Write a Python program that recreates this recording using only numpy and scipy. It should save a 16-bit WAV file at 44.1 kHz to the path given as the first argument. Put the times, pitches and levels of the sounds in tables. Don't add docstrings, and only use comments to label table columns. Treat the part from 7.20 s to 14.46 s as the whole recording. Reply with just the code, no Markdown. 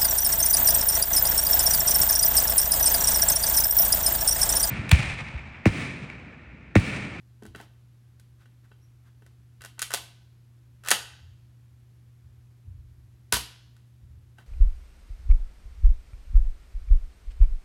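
import sys
import numpy as np
from scipy import signal
from scipy.fft import rfft, irfft
from scipy.io import wavfile
from scipy.ndimage import uniform_filter1d

SR = 44100
rng = np.random.default_rng(int(sys.argv[2]) if len(sys.argv) > 2 else 0)


def unload_wav(signal):
    wavfile.write(
        sys.argv[1],
        SR,
        np.round(np.clip(np.atleast_2d(signal).T, -1, 1) * 32767).astype(np.int16),
    )


N = 320301
TIME = np.arange(N) / SR


# f/Hz, rms level/dB around which it wavers
HUM_TONES = [(120, -54.5), (200, -81), (240, -82), (341, -84)]
# f/Hz, level/dB
FLOOR_COLOUR = [(25, -16.5), (40, -6), (55, 6.5), (72, 14.5), (100, 6.5), (160, 0.5), (230, -5.5),
                (330, -6.5), (450, -15), (800, -18.5), (1600, -19.5), (4000, -24.5), (10000, -29.5),
                (11800, -24), (12600, -32.5), (15000, -35)]
FLOOR_DB = -61
# t/s, t60/s, level/dB
THUD_EVENTS = [(.262, 0.32, -46), (4.0, .98, -47), (5.02, 1.75, -53), (5.45, 1.1, -40), (5.76, 1.1, -50.5),
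               (6.122, 0.18, -40), (6.82, .31, -48), (6.89, 0.9, -46)]
# f/Hz, level/dB
THUD_COLOUR = [(25, -49.5), (42, -6.5), (60, 3.5), (88, 7.5), (115, -7.5), (170, -20.5), (300, -39.5),
               (800, -74.5)]
THUD_RISE_S = 0.021
# f/Hz, level/dB, t60/s
BOOM_TONES = [(61.6, -1.5, 0.37), (54.6, -10, .3), (124, -3.5, 0.25)]
# f/Hz, level/dB, early t60/s, late t60/s
ROOM_BANDS = [(150, 1, 0.3, 0.34), (500, -10.5, 0.34, 0.79), (1080, -4.5, 0.26, .72),
              (1560, -12.5, 0.52, .75), (2100, -4, 0.16, 0.62), (3250, 0.5, .32, 0.8),
              (4740, -4.5, 0.24, 0.76), (8000, -8.5, .28, .52), (11100, -5.5, 0.25, .46),
              (15000, -8, 0.16, .36)]
SIDE_COUNT = 3

# t/s, length/s, level/dB
HAND_RUBS = [(0.327, .15, -55), (1.175, 0.082, -65.5), (1.425, 0.053, -68), (1.834, 0.078, -67.5),
             (7.159, 0.089, -62.5)]
# f/Hz, level/dB
RUB_COLOUR = [(200, -9.5), (900, 2.5), (1500, 11.5), (2300, -1), (3100, -3.0), (5500, -7),
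              (10000, -11.0), (15000, -16.5)]
# f/Hz, level/dB, t60/s
GRIP_TONES = [(195, 2.5, 0.051), (255, -4.5, 0.087), (328, -3, 0.15), (418, 1.5, 0.068)]
# f/Hz, level/dB, t60/s
SPRING_TONES = [(6400, -2.5, .02), (6760, 1, 0.029), (8140, -2.5, .03), (8970, -2.5, 0.062),
                (9720, -0.5, 0.024), (10500, -4, .025)]
# f/Hz, level/dB, t60/s
SHELL_TONES = [(1176, -9, 0.028), (1300, -7, 0.031), (1511, 1, 0.037), (1740, -2.5, .022),
               (1903, -5.5, .028), (2031, -3.5, 0.011), (2320, -12.5, .02), (2732, -8.5, .04),
               (3056, -10, .035), (3315, -14, 0.034), (3890, -13.5, 0.04), (4700, -13.5, 0.02)]
# f/Hz, level/dB, t60/s
BODY_TONES = [(426, -5.5, 0.03), (537.6, 0.5, 0.026), (690, 2, 0.029), (802, -3, 0.032),
              (894.6, 0.5, 0.024), (1032, -4.5, 0.03)]
# f/Hz, level/dB
CRACK_COLOUR = [(200, -26.5), (800, -12.5), (2000, 1), (3200, -1), (4600, 2), (5500, 0.5), (6600, 1),
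                (8500, 2), (10500, 0.5), (12500, -3), (15500, -13)]

KNOCK_EVENTS = [(0.2218, -50, -10, 4.5, 10, -4), (.252, -46, -8, 0, 2.5, -4),
                (.348, -36, -20.5, -7, -6, -12.5), (.400, -42.5, -17, 6, -6, -8),
                (0.996, -57, 2, -7, -15, -23), (1.256, -52.5, -16, -6, -15, -23),
                (1.514, -49.5, -24, -2, -6, -24), (2.02, -55.5, -14, 0, -2, -24),
                (2.062, -54, -4, -2, -11.5, -19.5), (2.407, -43.5, -14, -18.5, -18, 0),
                (2.4372, -42.5, -5.5, -11, -11.5, -1), (2.447, -43, 2, -11, -20.5, -1.5),
                (2.579, -48, -22, 1.5, -15.5, -12), (2.773, -39, -2.5, -3.5, -16.5, -16),
                (6.564, -59.5, -4, -8, -16, -13), (7.183, -44.5, -16, -1, -14.5, -22)]
LOOSE_S, LOOSE_CRACK_DB, LOOSE_KNOCK_DB = .0105, -0.5, -4.5
LATCH_EVENTS = [(2.5922, -33, 2.5, -16.5, -5, -17), (2.6180, -29.5, 5.5, -10, 5.5, -2.5),
                (2.7375, -27, 9, 2, -10, -5), (3.685, -30.5, 8.5, -12, 1.5, -7),
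                (3.7053, -28.5, 9.5, -8, 11, 4), (3.7141, -12.5, 0, -5, -6, -12.5)]
SEAT_S, LATCH_GRIP_DB = .0072, -26.5
# t/s, length/s, first ring level/dB, last ring level/dB
SLIDE_STROKES = [(2.705, 0.027, -35.5, -34.5), (3.6357, .051, -49, -27)]
CHATTER_S, CHATTER_SCATTER = 0.012, .1
CHATTER_CRACK_DB, CHATTER_KNOCK_DB, SCRAPE_DB = -2.5, -9, -9

SHOT_EVENTS = [(6.1224, -30.5, 1.5, -13), (6.1244, -25, 13, -10), (6.128, -26, -8.5, -4.5)]
REBOUND_S, REBOUND_GROWTH, REBOUND_DB, REBOUND_STEP_DB = 0.0065, 2.6, -30.5, 1
REBOUND_CRACK_DB, REBOUND_KNOCK_DB = 2.5, -2
SHOT_GRIP_DB = -36.5
# f/Hz, level/dB, t60/s
BARREL_TONES = [(167.5, -12, 0.033), (414, 0, 0.081), (974, 8, 0.063), (1169, -2, 0.15), (1560, 7.5, 0.046),
                (2020, -3, 0.049), (2914, -2, 0.19), (3340, -3.5, 0.067), (4160, -4.5, 0.087),
                (4800, -2, 0.27)]
# f/Hz, level/dB
AIR_COLOUR = [(60, 0), (250, -6.5), (700, -27.5), (1400, 7), (2300, -1), (3200, -2), (5000, 2), (7500, -1),
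              (11000, 1.5), (15000, -11)]
TOP_HZ = 15900


def undb(db):
    return 10 ** (np.asarray(db) / 20)


def unit(x):
    return x / np.sqrt(np.mean(x ** 2))


def fade(t, t60):
    return np.exp(-np.log(1000) * t / max(t60, 1e-4))


def add(out, s, x):
    i = int(max(s, 0) * SR)
    out[i:i + len(x)] += x[:max(N - i, 0)]


def highpass(x, hz):
    sos = signal.butter(4, hz, "high", fs=SR, output="sos")
    return signal.sosfilt(sos, x)


def colour(x, points, size=8192):
    hz, db = np.transpose(points)
    f = np.maximum(np.fft.rfftfreq(size, 1 / SR), 1)
    curve_db = np.interp(np.log(f), np.log(hz), db)
    cepstrum = irfft(np.log(undb(curve_db)))
    cepstrum[1:size // 2] *= 2
    cepstrum[size // 2 + 1:] = 0
    response = irfft(np.exp(rfft(cepstrum)))
    return signal.fftconvolve(x, response / np.linalg.norm(response))[:len(x)]


def walk(rate):
    knots = np.arange(0, TIME[-1] + 1, 1 / rate)
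    return np.interp(TIME, knots, rng.standard_normal(len(knots)))


def ring(tones, detune):
    t = TIME[:int(SR * max(tone[2] for tone in tones))]
    out, power = 0, 0
    for hz, db, t60 in tones:
        shift, scatter_db, side = rng.standard_normal(3)
        gain = undb(db + scatter_db)
        wave = np.sin(2 * np.pi * hz * (1 + detune * shift) * t)
        out = out + np.sign(side) * gain * wave * fade(t, t60)
        power += gain ** 2 / 2
    return out / np.sqrt(power)


def swell(x, rise_s):
    return x * np.minimum(TIME[:len(x)] / rise_s, 1)


def burst(rise_s, t60, size=2048, order=2):
    t = TIME[:size]
    shape = np.minimum(t / rise_s, 1) * fade(np.maximum(t - rise_s, 0), t60)
    x = rng.standard_normal(size) * shape
    for _ in range(order):
        even = irfft(np.exp(1j * np.angle(rfft(x))))
        x = even * np.sqrt(shape)
    return x * np.linalg.norm(shape) / np.linalg.norm(x)


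def background():
    hum = np.zeros(N)
    for hz, db in HUM_TONES:
        gain = np.sqrt(2) * undb(db + .5 * walk(4.5))
        hum += gain * np.sin(2 * np.pi * (hz * TIME + rng.random()))
    return hum + undb(FLOOR_DB) * unit(colour(rng.standard_normal(N), FLOOR_COLOUR))


def thuds():
    power = np.zeros(N)
    t = TIME[:SR]
    for s, t60, db in THUD_EVENTS:
        shape = np.minimum(t / THUD_RISE_S, 1) * fade(np.maximum(t - THUD_RISE_S, 0), t60)
        add(power, s, (undb(db) * shape) ** 2)
    low_noise = colour(rng.standard_normal(N), THUD_COLOUR)
    low_noise /= np.sqrt(uniform_filter1d(low_noise ** 2, size=3000) + 1e-12)
    return low_noise * np.sqrt(power)


def boom():
    out = np.zeros(N)
    swing = swell(ring(BOOM_TONES, detune=.01), rise_s=0.018)
    add(out, SHOT_EVENTS[0][0], undb(-32.5) * swing)
    return highpass(out, hz=41.8)


def room(x, late_db=-13, build_s=0.0061):
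    t = TIME[:SR]
    uneven_db = 6 * fade(t, .25) * rng.standard_normal(SR)
    noise = rfft(rng.standard_normal(SR) * undb(uneven_db))
    log_f = np.log(np.maximum(np.fft.rfftfreq(SR, 1 / SR), 1))
    centres = np.log(np.array(ROOM_BANDS)[:, 0])
    response = 0
    for share, (hz, db, early, late) in zip(np.eye(len(ROOM_BANDS)), ROOM_BANDS):
        decay = fade(t, early) + undb(late_db) * fade(t, late)
        shape = decay * np.minimum(t / build_s, 1) ** 2
        band = irfft(noise * np.interp(log_f, centres, share), SR)
        response = response + undb(db) * band * shape / np.linalg.norm(shape)
    return signal.fftconvolve(x, response)[:N]


def rubbing():
    contact = np.zeros(N)
    for s, length, db in HAND_RUBS:
        add(contact, s, undb(db) * np.hanning(int(length * SR)))
    for s, length, first_db, last_db in SLIDE_STROKES:
        push_db = np.linspace(first_db, last_db, int(length * SR))
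        add(contact, s, undb(SCRAPE_DB + push_db))
    grains = unit(rng.standard_normal(N) * undb(1.3 * rng.standard_normal(N)))
    return colour(contact * grains, RUB_COLOUR)


def squeak(start=1.61, length=0.061, hz=5200, bend=0.11, db=-71):
    arch = np.sin(np.pi * np.clip((TIME - start) / length, 0, 1))
    pitch = hz * (1 + bend * arch + .03 * walk(500))
    phase = 2 * np.pi * np.cumsum(pitch) / SR
    return undb(db) * arch * (np.sin(phase) + 0.43 * np.sin(2 * phase))


def bumps():
    jolts = [(s, db + grip_db) for s, db, _, _, grip_db, _ in KNOCK_EVENTS]
    jolts += [(s, db + LATCH_GRIP_DB) for s, db, *_ in LATCH_EVENTS]
    jolts.append((SHOT_EVENTS[-1][0], SHOT_GRIP_DB))
    out = np.zeros(N)
    for s, db in jolts:
        add(out, s, undb(db) * ring(GRIP_TONES, detune=0.033))
    return highpass(out, hz=160)


def spring():
    out = np.zeros(N)
    for s, db, _, _, ping_db, _ in LATCH_EVENTS:
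        ping = swell(ring(SPRING_TONES, detune=0.0025), rise_s=.0006)
        add(out, s, undb(db + ping_db) * ping)
    return out


def plastic(blows, rise_s, crack_t60, ring_db, slowing=0.24):
    rings, cracks = np.zeros(N), np.zeros(N)
    for s, db, crack_db, knock_db in blows:
        push_s = rise_s * undb(-slowing * (db + crack_db))
        add(cracks, s, undb(db + crack_db) * burst(push_s, crack_t60))
        add(rings, s, undb(db + ring_db) * swell(ring(SHELL_TONES, detune=0.013), push_s))
        add(rings, s, undb(db + knock_db) * swell(ring(BODY_TONES, detune=.018), push_s))
    return highpass(rings + colour(cracks, CRACK_COLOUR), hz=330)


def knock_blows():
    blows = []
    for s, db, crack_db, knock_db, _, loose_db in KNOCK_EVENTS:
        blows.append((s, db, crack_db, knock_db))
        blows.append((s + LOOSE_S, db + loose_db, LOOSE_CRACK_DB, LOOSE_KNOCK_DB))
    return blows


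def latch_blows():
    blows = []
    for s, db, crack_db, knock_db, _, seat_db in LATCH_EVENTS:
        blows.append((s, db, crack_db, knock_db))
        blows.append((s + SEAT_S, db + seat_db, crack_db, knock_db))
    return blows


def slide_blows():
    blows = []
    for start, length, first_db, last_db in SLIDE_STROKES:
        gaps = CHATTER_S * np.exp(CHATTER_SCATTER * rng.standard_normal(size=16))
        for t in np.cumsum(gaps) - gaps[0]:
            if t < length:
                db = first_db + (last_db - first_db) * t / length
                blows.append((start + t, db, CHATTER_CRACK_DB, CHATTER_KNOCK_DB))
    return blows


def rebounds(count):
    slam = SHOT_EVENTS[1][0]
    blows = []
    for k in range(count):
        s = slam + REBOUND_S * REBOUND_GROWTH ** k
        blows.append((s, REBOUND_DB + k * REBOUND_STEP_DB, REBOUND_CRACK_DB, REBOUND_KNOCK_DB))
    return blows


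def shot(ring_db):
    blows = SHOT_EVENTS + rebounds(count=3)
    out = plastic(blows, rise_s=0.00058, crack_t60=.015, ring_db=ring_db)
    start = SHOT_EVENTS[0][0]
    add(out, start + .004, undb(-25.5 + ring_db) * ring(BARREL_TONES, detune=0.0041))
    puff = colour(burst(rise_s=0.014, t60=0.23, size=16384), AIR_COLOUR)
    add(out, start, undb(-25.0) * puff)
    return highpass(out, hz=80.2)


def blaster(blows, ring_db):
    clicks = plastic(blows, rise_s=0.00055, crack_t60=0.023, ring_db=ring_db)
    handling = clicks + spring() + bumps() + rubbing() + squeak()
    return handling, shot(ring_db)


def scene():
    blows = knock_blows() + latch_blows() + slide_blows()
    handling, firing = blaster(blows, ring_db=2.5)
    sides = [blaster(blows, ring_db=0.5) for _ in range(SIDE_COUNT)]
    echoes = [room(undb(-1.42) * clicks + undb(-0.37) * blast) for clicks, blast in sides]
    echo = sum(echoes) / np.sqrt(SIDE_COUNT)
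    return (background() + thuds() + boom() + echo + handling + firing)[None]


def record(dry):
    clipped = np.clip(dry, -1, 1)
    return signal.sosfilt(signal.ellip(10, .2, 80, TOP_HZ, fs=SR, output="sos"), clipped)


dry = scene()
out = record(dry)
unload_wav(out)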